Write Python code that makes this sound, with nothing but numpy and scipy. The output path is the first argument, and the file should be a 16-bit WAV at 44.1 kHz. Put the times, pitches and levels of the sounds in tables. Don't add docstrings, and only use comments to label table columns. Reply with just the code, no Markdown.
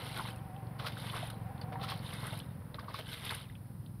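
import sys
import numpy as np
from scipy import signal
from scipy.fft import rfft, irfft, next_fast_len
from scipy.io import wavfile

SR = 44100
rng = np.random.default_rng(int(sys.argv[2]) if len(sys.argv) > 2 else 0)


def generate_wav(signal):
    frames = np.transpose(np.atleast_2d(signal))
    scaled = np.clip(frames, -1, 1) * 32767
    pcm = np.round(scaled).astype(np.int16)
    wavfile.write(sys.argv[1], SR, pcm)


N = 176400
T = np.arange(N) / SR


def from_db(db):
    return 10 ** (np.asarray(db) / 20)


def unit_rms(x):
    return x / np.sqrt(np.mean(x ** 2) + 1e-20)


def colour(x, spectrum):
    size = next_fast_len(N + SR // 10)
    bins_hz = np.arange(size // 2 + 1) * SR / size
    hz, db = np.transpose(spectrum)
    gain = from_db(np.interp(np.log(np.maximum(bins_hz, 1)), np.log(hz), db))
    return irfft(rfft(x, size) * gain, size)[:N]


def noise(spectrum):
    return unit_rms(colour(rng.standard_normal(N), spectrum))


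def drift(per_s, count=N):
    knots = rng.standard_normal(count // 8 + 2)
    return np.interp(np.arange(count) * per_s / SR, np.arange(len(knots)), knots) * np.sqrt(3 / 2)


def swell(start_s, end_s, rise_s, decay_s, db):
    before, after = np.maximum(start_s - T, 0), np.maximum(T - end_s, 0)
    return from_db(db) * np.exp(-(before / rise_s) ** 2 - after / decay_s)


def resonate(x, hz, radius):
    return signal.lfilter([1, 0, -1], [1, -2 * radius * np.cos(2 * np.pi * hz / SR), radius ** 2], x)


# frequency in Hz, relative level in dB.
HISS_MID_SPECTRUM = [(300, 9), (1500, -14), (3000, 4.5), (6000, 10), (10000, 13.5), (15000, 8)]
HISS_SIDE_SPECTRUM = [(200, -12), (400, 14), (1500, 4), (4000, -6), (6500, 2), (10000, 18.5), (15000, 12.5)]


def hiss():
    mid = from_db(-65) * noise(HISS_MID_SPECTRUM)
    side = from_db(-73) * noise(HISS_SIDE_SPECTRUM)
    return np.array([mid + side, mid - side])


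# time in seconds, level in dB.
WHINE_LEVEL = [(0, -60), (.6, -57.5), (.95, -62), (1.48, -56.5), (1.8, -53.5), (2.3, -71), (3.2, -80)]


def whine(hz=767, waver_hz=24, flutter_db=4):
    level_db = np.interp(T, *np.transpose(WHINE_LEVEL)) + flutter_db * drift(per_s=16)
    pitch_hz = hz + waver_hz * drift(per_s=70)
    return from_db(level_db) * unit_rms(np.sin(2 * np.pi * np.cumsum(pitch_hz) / SR))


# frequency in Hz, width in Hz, relative level in dB.
EXHAUST_MODES = [(48, 22, -22), (114.1, 19.7, 0), (180.3, 58.5, -11)]


def exhaust(firing_count, spread_db=1.76, top_hz=224):
    firings = np.diff(np.floor(firing_count), prepend=0) * from_db(spread_db * rng.standard_normal(N))
    thud = np.zeros(N)
    for k, (hz, width_hz, db) in enumerate(EXHAUST_MODES):
        radius = np.exp(-np.pi * width_hz / SR)
        polarity = (-1) ** (k + 1)
        thud += polarity * from_db(db) * (1 - radius ** 2) * resonate(firings, hz, radius)
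    return unit_rms(signal.sosfilt(signal.butter(4, top_hz, fs=SR, output="sos"), thud))


# time in seconds, firings per second.
ENGINE_SPEED = [(0, 23.666), (.7, 23.176), (1.4, 22.501), (2, 21.904), (2.6, 21.005), (3.2, 21.079),
                (4, 20.676)]
# time in seconds, thud in dB, clatter in dB.
ENGINE_LEVEL = [(0, -44, -48.5), (.5, -45, -54.5), (1.1, -43, -51.5), (1.5, -43, -52.5), (2, -43, -50.5),
                (2.6, -44.5, -57), (3.05, -47.5, -57), (3.5, -46, -61), (4, -46, -64)]
# frequency in Hz, relative level in dB.
CLATTER_SPECTRUM = [(150, -38), (310, -2.5), (380, -8), (490, 4.5), (580, -0.5), (700, -2), (800, -1.5),
                    (950, 1), (1150, -4.5), (1350, -6), (1950, -10.5), (2300, -14.5), (3200, -21),
                    (6000, -33)]
RUMBLE_SPECTRUM = [(20, -31), (45, -12), (90, -0.5), (160, -1.5), (220, -7), (300, -12.5), (420, -23.5),
                   (1000, -60), (3000, -57)]


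def engine():
    firing_count = 0.38 + np.cumsum(np.interp(T, *np.transpose(ENGINE_SPEED))) / SR
    thud = exhaust(firing_count) + from_db(-2.5) * noise(RUMBLE_SPECTRUM)
    clatter = noise(CLATTER_SPECTRUM) * (1 + 0.14 * np.sin(2 * np.pi * firing_count))
    times_s, thud_db, clatter_db = np.transpose(ENGINE_LEVEL)
    thud *= from_db(np.interp(T, times_s, thud_db))
    clatter *= from_db(np.interp(T, times_s, clatter_db))
    return thud + clatter


def bubbles(rows, cycles, glide, roughness):
    out, t = np.zeros(N), T[:SR // 6]
    for start_s, db, hz in rows:
        age = t * hz / cycles
        pitch_hz = hz * (1 + 2 * glide * np.minimum(age, 1))
        phase = 2 * np.pi * np.cumsum(pitch_hz) / SR
        splutter = sum(drift(0.55 * hz, len(t)) * wave(phase) for wave in (np.cos, np.sin))
        onset = 1 - np.exp(-t * hz / 2.5)
        ring = from_db(db) * (np.sin(phase) + roughness * splutter) * onset * from_db(-60 * age)
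        i = int(start_s * SR)
        out[i:i + len(ring)] += ring[:N - i]
    return out


# start in seconds, level in dB, pitch in Hz.
DROPS = [(.563, -48, 3050), (.669, -52, 4260), (1.098, -32, 3360), (1.279, -45, 2510), (1.579, -49, 3550),
         (1.614, -34.5, 4430), (1.634, -45, 4000), (1.814, -34.5, 3580), (1.991, -41.5, 4220),
         (2.274, -52, 2970), (2.063, -38, 3540), (2.4, -34, 3360), (2.744, -37.5, 3850),
         (3.089, -36.5, 2960), (3.294, -28.5, 3640), (3.428, -55, 4000), (3.553, -43.5, 2770),
         (3.862, -47.5, 3580)]


def drips():
    return bubbles(DROPS, cycles=55, glide=0.05, roughness=0.8)


# start in seconds, level in dB, pitch in Hz.
AIR_POCKETS = [(.166, -43, 1140), (.205, -31, 943), (.252, -34.5, 1000), (.625, -37.5, 308),
               (.795, -29.5, 1200), (.849, -30.5, 1230), (.969, -35.5, 1440), (1.228, -32.5, 693),
               (1.229, -52, 1400), (1.721, -58, 530), (1.755, -32, 900), (1.757, -37, 1710),
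               (1.792, -35.5, 1080), (1.836, -35, 1070), (1.842, -28.5, 1250), (1.877, -34, 1090),
               (1.92, -32, 1056), (2.327, -35, 663), (2.744, -42.5, 564), (2.784, -30.5, 1150),
               (2.792, -57, 1210), (2.881, -31.5, 1140), (2.943, -32.5, 1170), (2.99, -43, 441),
               (3.498, -43, 1960)]


def plops():
    return bubbles(AIR_POCKETS, cycles=40, glide=0.1, roughness=0.71)


# peak time in seconds, level in dB.
FLICKS = [(0.176, -44), (0.361, -52), (.874, -49), (1.168, -47.5), (1.274, -48), (1.303, -45.5),
          (1.614, -56), (1.901, -47), (1.977, -52.5), (2.137, -45.5), (2.269, -41.5), (2.342, -48),
          (2.375, -49), (2.391, -44.5), (3.252, -39.5), (3.309, -41), (3.349, -39.5)]
# frequency in Hz, relative level in dB.
FLICK_SPECTRUM = [(1000, -16), (4000, -8), (6500, -4), (10000, 0), (12000, -6), (15000, -18)]


def flicks():
    envelope = sum(swell(s, s, rise_s=0.002, decay_s=0.0045, db=db) for s, db in FLICKS)
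    return noise(FLICK_SPECTRUM) * envelope


def churn(bubbles_per_s, cycles, spread_db, crackles_per_s, crackle_db, wash_db):
    pitches_hz = np.geomspace(300, 14000, 44)
    rings = np.zeros(N)
    for hz in pitches_hz:
        share = np.sqrt(hz) / np.sqrt(pitches_hz).sum()
        born = rng.random(N) < bubbles_per_s * share / SR
        strength = from_db(spread_db * np.minimum(rng.exponential(1, N), 3))
        kicks = born * strength * rng.choice([-1, 1], N)
        radius = from_db(-60 * hz / (cycles * SR))
        rings += np.sqrt(hz) * unit_rms(resonate(kicks + 1e-18, hz, radius))
    crackle = (rng.random(N) < crackles_per_s / SR) * rng.standard_normal(N)
    wash = from_db(wash_db) * rng.standard_normal(N)
    return unit_rms(rings) + from_db(crackle_db) * unit_rms(crackle) + wash


def burst_powers(rows):
    spray_power, body_power = np.zeros(N), np.zeros(N)
    for peak_s, rise_s, decay_s, db, body_db in rows:
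        power = swell(peak_s, peak_s, rise_s, decay_s, db) ** 2
        spray_power += power
        body_power += power * from_db(body_db) ** 2
    return spray_power, body_power


def splash(texture, spectrum, spray_power, body_power, body_hz=1580):
    water = unit_rms(colour(texture, spectrum))
    bins_hz = np.arange(N // 2 + 1) * SR / N
    body = irfft(rfft(water) / (1 + (bins_hz / body_hz) ** 4), N)
    return np.sqrt(body_power) * body + np.sqrt(spray_power) * (water - body)


# start in seconds, end in seconds, relative level in dB.
SHOWERS = [(-.03, 0.286, -50), (0.993, 1.257, -51), (2.063, 2.37, -52), (3.092, 3.389, -51.5)]
# peak time, rise and decay in seconds, relative level in dB,
# extra low body in dB.
SLAPS = [(.07, 0.023, 0.0074, -49.5, 6), (.172, 0.017, 0.023, -46.5, 10),
         (.196, 0.023, 0.0049, -46.5, 12.5), (.29, 0.0068, 0.013, -47, 7), (1.068, 0.036, 0.059, -50, 6.5),
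         (1.162, 0.026, 0.033, -47, 14), (1.229, .002, .007, -69, 7), (1.303, 0.0024, 0.0038, -43.5, -0.5),
         (2.137, 0.03, 0.04, -51, 9), (2.27, 0.053, 0.03, -53.5, 15.5),
         (2.328, 0.0045, 0.0079, -58.5, 22.5), (3.138, 0.029, 0.014, -43, -4),
         (3.266, 0.034, 0.07, -46, 3.5), (3.316, 0.027, 0.039, -43, 6)]
# frequency in Hz, relative level in dB.
SHOWER_SPECTRUM = [(250, -8), (500, -8), (750, -4), (1100, -1.5), (1600, -0.5), (1820, -4), (2100, 1),
                   (2400, -3.5), (3000, 0), (3700, 2), (5000, -9.5), (10000, -9.5), (12000, -13.5),
                   (15000, -30)]


def landing(rise_s=0.039, stray_lag_s=0.033):
    shower_power, stray_power = np.zeros(N), np.zeros(N)
    for start_s, end_s, db in SHOWERS:
        shower_power += swell(start_s, end_s, rise_s, decay_s=0.022, db=db) ** 2
        stray_power += swell(start_s, end_s + stray_lag_s, rise_s, decay_s=0.06, db=db) ** 2
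    spray_power, body_power = burst_powers(SLAPS)
    dense = churn(bubbles_per_s=3000, cycles=28, spread_db=4.5,
                  crackles_per_s=800, crackle_db=-5, wash_db=-5)
    sparse = churn(bubbles_per_s=500, cycles=75, spread_db=-2,
                   crackles_per_s=67, crackle_db=-8.5, wash_db=-16)
    sheet = splash(dense, SHOWER_SPECTRUM, shower_power + spray_power, shower_power + body_power)
    strays = splash(sparse, SHOWER_SPECTRUM, stray_power, stray_power)
    return from_db(2) * sheet + from_db(-3.5) * strays


# peak time, rise and decay in seconds, relative level in dB,
# extra low body in dB.
SLOSHES = [(.801, 0.011, .02, -46.5, 0.5), (.85, 0.035, 0.022, -48.5, 6), (.874, 0.014, 0.018, -37.5, -5),
           (.925, 0.013, 0.025, -50, -13), (1.616, .003, .008, -51.5, 6),
           (1.724, 0.0015, 0.02, -55.5, 16.5), (1.82, 0.021, .02, -54, 7.5), (1.84, 0.012, 0.016, -40, -6),
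           (1.912, 0.034, 0.028, -40, -6.5), (1.962, 0.028, 0.12, -55, -21), (2.746, 0.0037, 0.012, -51, 6),
           (2.795, 0.0034, 0.012, -48.5, 3.5), (2.84, 0.016, 0.031, -66, 18), (2.90, 0.018, 0.064, -53, 4),
           (2.944, 0.0068, 0.052, -43, -9.5), (2.992, 0.009, .011, -39, -7)]
# frequency in Hz, relative level in dB.
SLOSH_SPECTRUM = [(250, -36), (500, 6), (800, 1.5), (1200, 0.5), (1800, -1.5), (2500, -4), (3700, -1),
                  (5000, -8.5), (10000, -19.5), (15000, -24)]


def scooping():
    texture = churn(bubbles_per_s=4000, cycles=22, spread_db=4.5,
                    crackles_per_s=700, crackle_db=-4, wash_db=-6)
    return from_db(3) * splash(texture, SLOSH_SPECTRUM, *burst_powers(SLOSHES))


# delay in seconds, gain in dB.
REFLECTIONS = [(.00098, -26), (.00196, -21.5), (.0046, -17.5), (0.0127, -14)]


def reflect(x):
    return x + sum(from_db(db) * np.interp(T - delay_s, T, x, left=0) for delay_s, db in REFLECTIONS)


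def scene():
    water = scooping() + landing() + flicks() + plops() + drips()
    return reflect(water) + engine() + whine() + hiss()


# frequency in Hz, gain in dB.
MIC_RESPONSE = [(4300, -2), (5200, -4), (6000, -14.5), (7000, -20.5), (7900, -14.5), (8900, -2.5),
                (9800, -0.5)]


def record(dry):
    heard = np.array([colour(channel, MIC_RESPONSE) for channel in dry])
    return signal.sosfilt(signal.ellip(12, 0.1, 90, 15600, fs=SR, output="sos"), heard)


dry = scene()
out = record(dry)
generate_wav(out)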